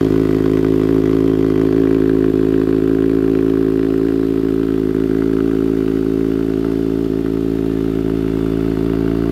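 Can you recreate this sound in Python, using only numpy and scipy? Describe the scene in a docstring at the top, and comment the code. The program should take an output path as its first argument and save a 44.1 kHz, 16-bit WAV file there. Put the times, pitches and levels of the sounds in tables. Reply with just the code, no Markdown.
"""A four-cylinder sport motorcycle idles, still cold, on an open street.
Every firing sends a low boom, a sharp crack and a puff of gas out of the short exhaust pipe;
now and then the fuel burns weakly and the engine stumbles, or burns hard and pops.
The valves tick and the chain and gears rustle underneath, over a faint echo and the open air.
The tone changes as the microphone moves from the tail along the side of the bike."""
import sys
import numpy as np
from scipy import signal
from scipy.fft import rfft, irfft
from scipy.io import wavfile

SR = 44100
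rng = np.random.default_rng(int(sys.argv[2]) if len(sys.argv) > 2 else 0)


def master(y):
    """Save y as 16-bit WAV."""
    cut = np.clip(np.atleast_2d(y).T, -1, 1)
    pcm = np.round(cut * 32767)  # scale
    wavfile.write(sys.argv[1], SR, pcm.astype(np.int16))


N = 410571
TIME = np.arange(N) / SR
IDLE_HZ = 54.5  # typical number of firings a second

# How often the engine fires, creeping up as it warms: t/s, f/Hz
FIRING_RATE = [(0.0, 53.74), (0.63, 53.23), (1.37, 54.27), (1.53, 53.01), (1.78, 54.47), (2.33, 53.6),
               (3.05, 54.23), (3.15, 55.16), (3.26, 54.19), (3.9, 54.57), (4.0, 55.18), (4.7, 54.83),
               (4.79, 53.65), (5.46, 54.96), (5.93, 54.48), (6.68, 55.25), (8.3, 54.87), (9.1, 55.3),
               (9.31, 57.5)]
# The cylinders in firing order, every second one unsteady: boom level/dB, crack level/dB, delay/s,
# push on the pipe branches (+ one, - the other), burn spread/dB, crack spread/dB
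FOUR_CYLINDERS = [(0.2, 2.5, .00009, 0.77, .85, 1.8), (-0.1, -1.5, -.00007, -1.4, .45, .8),
                  (0.22, 2.2, .0001, -0.14, 0.84, 1.9), (-0.018, 0.6, -.0001, -1.5, .55, .8)]
def firings():
    """The cylinders fire in turn: gives each firing's time, boom size, crack size and branch push."""
    count = np.cumsum(curve(FIRING_RATE, TIME)) / SR
    times = np.interp(np.arange(.55, count[-1]), count, TIME)
    cylinders = np.array(FOUR_CYLINDERS)[np.arange(len(times)) % len(FOUR_CYLINDERS)]
    boom_db, crack_db, late_s, push, burn_spread_db, crack_spread_db = cylinders.T
    burn_db, sharp_db = burns(times, burn_spread_db, crack_spread_db)
    times = times + late_s + crank_lag(burn_db)
    return times, gain_of(boom_db + burn_db), gain_of(crack_db + burn_db + sharp_db), push


# Stumbles, where the fuel barely burns: t/s, change in level/dB
STUMBLES = [(0.084, -7), (0.235, -3), (0.272, -4.5), (0.383, -5), (0.421, -3.5), (0.609, -4.5), (1.02, -3),
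            (1.352, -3.5), (1.983, -3), (2.317, -9), (2.653, -7.5), (2.8, -4), (4.412, -6.5), (4.927, -7),
            (5.075, -5.5), (7.08, -7), (7.226, -6.5), (8.024, -5), (8.751, -5)]
# Pops, where the fuel burns hard: t/s, extra crack level/dB
POPS = [(0.047, 3), (0.572, 5), (1.057, 4), (1.614, 3.5), (1.726, 5), (2.242, 3), (2.616, 4), (5.879, 6.5),
        (6.646, 4.5), (7.262, 7), (8.461, 4), (8.933, 3)]
def burns(times, burn_spread_db, crack_spread_db, rebound=0.18, crack_rebound=0.092):
    """How well each firing burns and how sharply it cracks; a poor burn leaves fuel for the next."""
    a, b, sharpness = rng.standard_normal((len(times), 3)).T
    burn_db = burn_spread_db * (1 - np.minimum((a ** 2 + b ** 2) / 2, 4))  # mostly good, sometimes poor
    sharp_db = crack_spread_db * np.clip(sharpness, -2, 1.5)
    for when, db in STUMBLES:
        nearest = np.argmin(abs(times - when))
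        burn_db[nearest], sharp_db[nearest] = db, 0
    for when, db in POPS:
        nearest = np.argmin(abs(times - when))
        burn_db[nearest], sharp_db[nearest] = 0, db
    previous_db = np.append(0, burn_db[:-1])
    return burn_db - rebound * previous_db, sharp_db - crack_rebound * previous_db


def crank_lag(burn_db, sag_rise_s=.07, recover_s=.14, wander_s=.00025, jitter_s=.00005):
    """Seconds each firing is late: a weak burn slows the engine and the idle control pulls it back."""
    t = np.arange(len(burn_db)) / IDLE_HZ
    jitter, drift = rng.standard_normal((len(t), 2)).T
    sag_shape = (1 - np.exp(-t / sag_rise_s)) * np.exp(-t / recover_s)
    sag_s = .00042 * np.convolve(-burn_db, sag_shape)[:len(t)]
    # the light flywheel lets the speed wander a few times a second
    wander = filtered(drift, 2, [2.5, 6], "band", rate=IDLE_HZ)
    return sag_s + wander_s * evened(wander) + jitter_s * jitter


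# Where the microphone is: t/s, place (0 behind the tail, 1 by the rear wheel, 2 beside the engine,
# 3 beside the silencer, more is further on)
MIC_PATH = [(0, 0.42), (1.5, 0.5), (2.1, 1.18), (4.1, 1.26), (5.3, 2.07), (6.3, 2.63), (7.7, 4.4),
            (9.31, 5)]
# Loudness along the way, before each sound adds its own offset:
# t/s, boom level/dB, throb level/dB, crack level/dB, gas and machinery level/dB
LOUDNESS = [(0, -14, -15, -31.5, -45.5), (0.6, -14, -16.5, -33.5, -46.7), (1.6, -14, -17, -33, -48),
            (2.1, -13, -20.3, -35, -48), (3.2, -14, -22, -36, -48.5), (4.9, -16, -26.5, -38.5, -48.5),
            (5.5, -15.5, -27, -36.5, -47.5), (7.2, -18, -27, -42, -48), (8.3, -18, -24, -37.5, -46.5),
            (9.3, -17.5, -22.7, -36, -46.5)]
# Tone of the boom from behind and from the side: multiple of IDLE_HZ, level/dB
BOOM_TONE_BEHIND = [(1, -17), (2, -14), (3, -10), (4, -12), (5, 5.5), (6, 1), (7, 3.5), (8, -4), (9, -17.5),
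                    (10, -16), (11, -30.5), (12, -28), (13, -43), (14, -37.5)]
BOOM_TONE_SIDE = [(1, -7.5), (2, -8), (3, -3), (4, -4.5), (5, 5.5), (6, 1.5), (7, 3.5), (8, -4.5),
                  (9, -17.5), (10, -63), (11, -21), (12, -22), (13, -39.5), (14, -32.5)]
# Notes of the gas swinging between the two pipe branches: f/Hz, width/Hz, level/dB
BRANCH_NOTES = [(174.8, 12, -10), (359.5, 15.5, -3.5), (386, 20, 0.5), (500, 49, -1)]
def exhaust_boom(times, sizes, push, lag_s=0.0012, branch_db=-19.5, sloshing=0.89, throb_db=-1.0):
    """Pressure pulses ring the pipe and swing the gas between its two branches."""
    times = times + lag_s
    # the pistons pump the same volume however well the fuel burns, so the lowest notes stay even
    pulses = clicks(times, np.ones(len(times))) + filtered(clicks(times, sizes - 1), 1, 90, "high")
    views = [coloured(pulses, [(multiple * IDLE_HZ, db) for multiple, db in tone])
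             for tone in (BOOM_TONE_BEHIND, BOOM_TONE_SIDE)]
    pipe = from_place(views, curve(MIC_PATH, TIME) - .9)
    # the lowest throb comes straight from the outlet and swells when the microphone is near it
    throb = signal.sosfiltfilt(signal.butter(6, 195, fs=SR, output="sos"), pipe)
    t = TIME[:SR // 8]
    ring = sum((-1) ** k * gain_of(db) * np.exp(-np.pi * width * t) * np.sin(2 * np.pi * hz * t)
               for k, (hz, width, db) in enumerate(BRANCH_NOTES))
    pushes = sizes * push * (1 + sloshing * rng.standard_normal(len(times)))
    swing = coloured(ringing(clicks(times, pushes), ring), [(100, 0), (500, 0)])
    body = evened(pipe - throb) + gain_of(branch_db) * evened(swing)
    throb_gain = gain_of(curve(LOUDNESS, TIME, column=2) + throb_db)
    return gain_of(curve(LOUDNESS, TIME)) * body + throb_gain * evened(throb)


# Tone of the crack at places 0 to 3: f/Hz, level/dB
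CRACK_AT_TAIL = [(350, -29), (600, 6.5), (715, -1), (800, -10), (1060, -3), (1260, -1), (1370, -20),
                 (1470, 0), (1630, -26), (1940, -1.5), (2640, -25.5), (3170, -8), (3860, -27), (4500, -13),
                 (7000, -13), (9100, -52), (15400, -120)]
CRACK_AT_WHEEL = [(350, -22), (600, 1), (658, 5.5), (784, -5), (878, -13), (905, -12.5), (1070, 0),
                  (1260, -11), (1440, -5.5), (1660, -5), (2000, -12), (2150, -30), (2280, -10), (2580, -15),
                  (7000, -28), (9100, -67), (15400, -120)]
CRACK_AT_ENGINE = [(330, -46), (560, -8.5), (590, -1.5), (663, 6), (777, -9), (855, -8), (1200, -7),
                   (1330, -1), (1650, -6), (1790, -15), (1930, -12), (2380, -18.5), (2910, -15),
                   (6100, -38), (7000, -29), (9100, -59), (15400, -120)]
CRACK_AT_SILENCER = [(350, -17), (600, -7.5), (672, 7), (760, -13.5), (905, -2), (973, -14.5), (1180, -8),
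                     (1480, -6), (1730, -15.5), (2040, -16), (2530, -22.5), (2780, -12.5), (2980, -20.5),
                     (3550, -32), (7000, -51), (9100, -64), (15400, -120)]
def exhaust_crack(times, sizes, burst_db=-4, tail_db=-7, tearing_hz=900, front_hz=2200):
    """The steep front of each pulse snaps at the outlet and tears into swirls of gas."""
    times = times - .0007
    arrivals = times + .00007 * rng.standard_normal(len(times))
    # a harder burn only steepens the front, so its lower notes buzz evenly
    steepening = filtered(clicks(arrivals, sizes - 1), 1, tearing_hz, "high")
    front = evened(clicks(arrivals, np.ones(len(times))) + steepening)
    front = filtered(front, 2, front_hz, "low")
    burst = gain_of(burst_db) * puffs(times - .0006, sizes, rise_s=0.00066, decay_s=0.001)
    tail = gain_of(tail_db) * puffs(times, sizes, rise_s=0.0022, decay_s=0.0054)
    # the swirls are small, so they hiss only above the buzz of the pipe
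    swirls = filtered(burst + tail, 2, [tearing_hz, 4000], "band")
    snap = off_ground(front + swirls)
    views = [coloured(snap, tone)
             for tone in (CRACK_AT_TAIL, CRACK_AT_WHEEL, CRACK_AT_ENGINE, CRACK_AT_SILENCER)]
    return gain_of(curve(LOUDNESS, TIME, column=3)) * from_place(views, curve(MIC_PATH, TIME))


# Tone of the escaping gas: f/Hz, level/dB
HISS_TONE = [(1500, -15.5), (3000, 2.5), (4500, -1), (6000, -4.5), (9800, -9), (11500, -4.5), (12400, -5.5),
             (15500, -7.5)]
def gas_hiss(times, sizes, offset_db=-3.5, spread_db=1):
    """Gas hisses out of the pipe with each pulse, loudest from behind."""
    sizes = sizes ** 0.25 * gain_of(spread_db * rng.standard_normal(len(times)))
    jet = puffs(times - .0014, sizes, rise_s=0.00061, decay_s=0.008)
    aim_db = -.6 * curve(MIC_PATH, TIME)
    level_db = curve(LOUDNESS, TIME, column=4) + offset_db + aim_db
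    return gain_of(level_db) * evened(coloured(jet, HISS_TONE))


# Notes of the engine covers: f/Hz, time to fade by 60 dB/s, level/dB
COVER_NOTES = [(1326, 0.028, 4.5), (1980, 0.016, 1.5), (2800, 0.013, -5), (3530, 0.011, -4.5),
               (4500, 0.0039, -10), (11800, 0.0038, -4), (13000, .04, -22)]
# Tone of the chain and gears: f/Hz, level/dB
RUSTLE_TONE = [(300, -12.5), (650, 2.5), (1400, -2), (2100, -5.5), (2900, -6), (3500, -6.5), (3900, -10),
               (4700, -10), (5700, -17.5), (9800, -23), (11500, -19.5), (12400, -22), (15500, -25)]
def machinery(times, rustle_db=4.0, tick_db=-3, spread_db=3, tapping=0.31):
    """Valves land twice a firing and ring the covers, over the rustle of chain and gears."""
    landings = np.concatenate([times + .0043, times + .0135])
    sizes = gain_of(spread_db * rng.standard_normal(len(landings)))
    taps = puffs(landings, sizes, rise_s=0.00016, decay_s=0.003)
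    t = TIME[:SR // 10]
    ring = sum(gain_of(db - 60 * t / fade_s) * np.sin(2 * np.pi * hz * t)
               for hz, fade_s, db in COVER_NOTES)
    ticks = gain_of(tick_db) * evened(ringing(taps, ring))
    rattle = off_bodywork(rng.standard_normal(N) + tapping * taps)
    rustle = gain_of(rustle_db) * evened(coloured(rattle, RUSTLE_TONE))
    return gain_of(curve(LOUDNESS, TIME, column=4)) * (rustle + ticks)


def off_ground(x, bounce=0.072, base_delay_s=0.00292):
    """Adds the bounce off the concrete, which comes later as the microphone moves on."""
    delay_s = base_delay_s * (1 + 0.065 * curve(MIC_PATH, TIME))
    return x + bounce * np.interp(TIME - delay_s, TIME, x)


def off_bodywork(x, scatter_db=-4, fade_s=0.063, count=12):
    """Panels and metal parts scatter the sound along paths that change as the microphone moves."""
    t = TIME[:SR // 16]
    paths = rng.standard_normal((count, len(t))) * gain_of(-60 * t / fade_s)
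    scattered = from_place([ringing(x, path) for path in paths], np.linspace(0, count - 1, N))
    return evened(x) + gain_of(scatter_db) * evened(scattered)


# Tone of the open air: f/Hz, level/dB
AIR_TONE = [(20, -7), (60, 10), (200, -17), (500, -1), (1000, -16), (4000, -25)]
def street(bike, echo_db=-26, fade_s=0.46, air_db=-52):
    """A faint echo from houses and trees, and the low murmur of the open air."""
    t = TIME[:SR // 2]
    scatter = rng.standard_normal(len(t)) * gain_of(-60 * t / fade_s) * (t > .02)
    echo = ringing(bike, scatter / np.linalg.norm(scatter))
    air = evened(coloured(rng.standard_normal(N), AIR_TONE))
    return gain_of(echo_db) * echo + gain_of(air_db) * air


def gain_of(db):
    """Turns decibels into a number to multiply by."""
    return 10 ** (np.asarray(db) / 20)


def evened(x):
    """Scales a sound to an average strength (rms) of 1."""
    return x / np.sqrt(np.mean(x ** 2) + 1e-20)


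def curve(rows, t, column=1):
    """Reads a table column at the times t, in straight lines from row to row."""
    rows = np.asarray(rows)
    return np.interp(t, rows[:, 0], rows[:, column])


def filtered(x, order, hz, keep, rate=SR):
    """Keeps the lows, the highs or a band; a higher order cuts more steeply."""
    return signal.sosfilt(signal.butter(order, hz, keep, fs=rate, output="sos"), x)


def ringing(x, response):
    """Lets every sample of x set off its own copy of the response."""
    return signal.oaconvolve(x, response)[:N]


def coloured(x, tone, size=8192):
    """Shapes a sound by rows of f/Hz, level/dB, falling 36 dB an octave beyond both ends."""
    hz, db = np.transpose(tone)
    octave = np.log2(np.maximum(np.fft.rfftfreq(size, 1 / SR), 1))
    outside = np.maximum(np.log2(hz[0]) - octave, 0) + np.maximum(octave - np.log2(hz[-1]), 0)
    shape_db = np.maximum(np.interp(octave, np.log2(hz), db) - 36 * outside, -100)
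    # these steps make the filter ring only after a click, never before it
    cepstrum = irfft(np.log(gain_of(shape_db)))
    cepstrum[1:size // 2] *= 2
    cepstrum[size // 2 + 1:] = 0
    return ringing(x, irfft(np.exp(rfft(cepstrum)))[:size // 2])


def clicks(times, sizes):
    """One click at each time."""
    return np.bincount(np.maximum(np.round(times * SR), 0).astype(int), sizes, N)[:N]


def puffs(times, sizes, rise_s, decay_s):
    """A short burst of noise at each time."""
    t = TIME[:SR // 10]
    shape = (1 - np.exp(-t / rise_s)) * np.exp(-t / decay_s)
    return evened(ringing(clicks(times, sizes), shape) * rng.standard_normal(N))


def from_place(views, place):
    """Blends between views: the same sound as heard at neighbouring places."""
    place = np.clip(place, 0, len(views) - 1)
    return sum(np.maximum(1 - abs(place - k), 0) * evened(view) for k, view in enumerate(views))


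def scene():
    """Exhaust and machinery, driven by the same firings, in the street."""
    times, boom_sizes, crack_sizes, push = firings()
    bike = exhaust_boom(times, boom_sizes, push) + exhaust_crack(times, crack_sizes)
    bike = bike + gas_hiss(times, crack_sizes) + machinery(times)
    return (bike + street(bike))[None]


def record(dry, edge_hz=15750):
    """Cuts away the very highest treble."""
    treble_cut = signal.firwin(511, edge_hz, window=("kaiser", 9), fs=SR)
    return signal.oaconvolve(dry, treble_cut[None], "same")


dry = scene()
out = record(dry)
master(out)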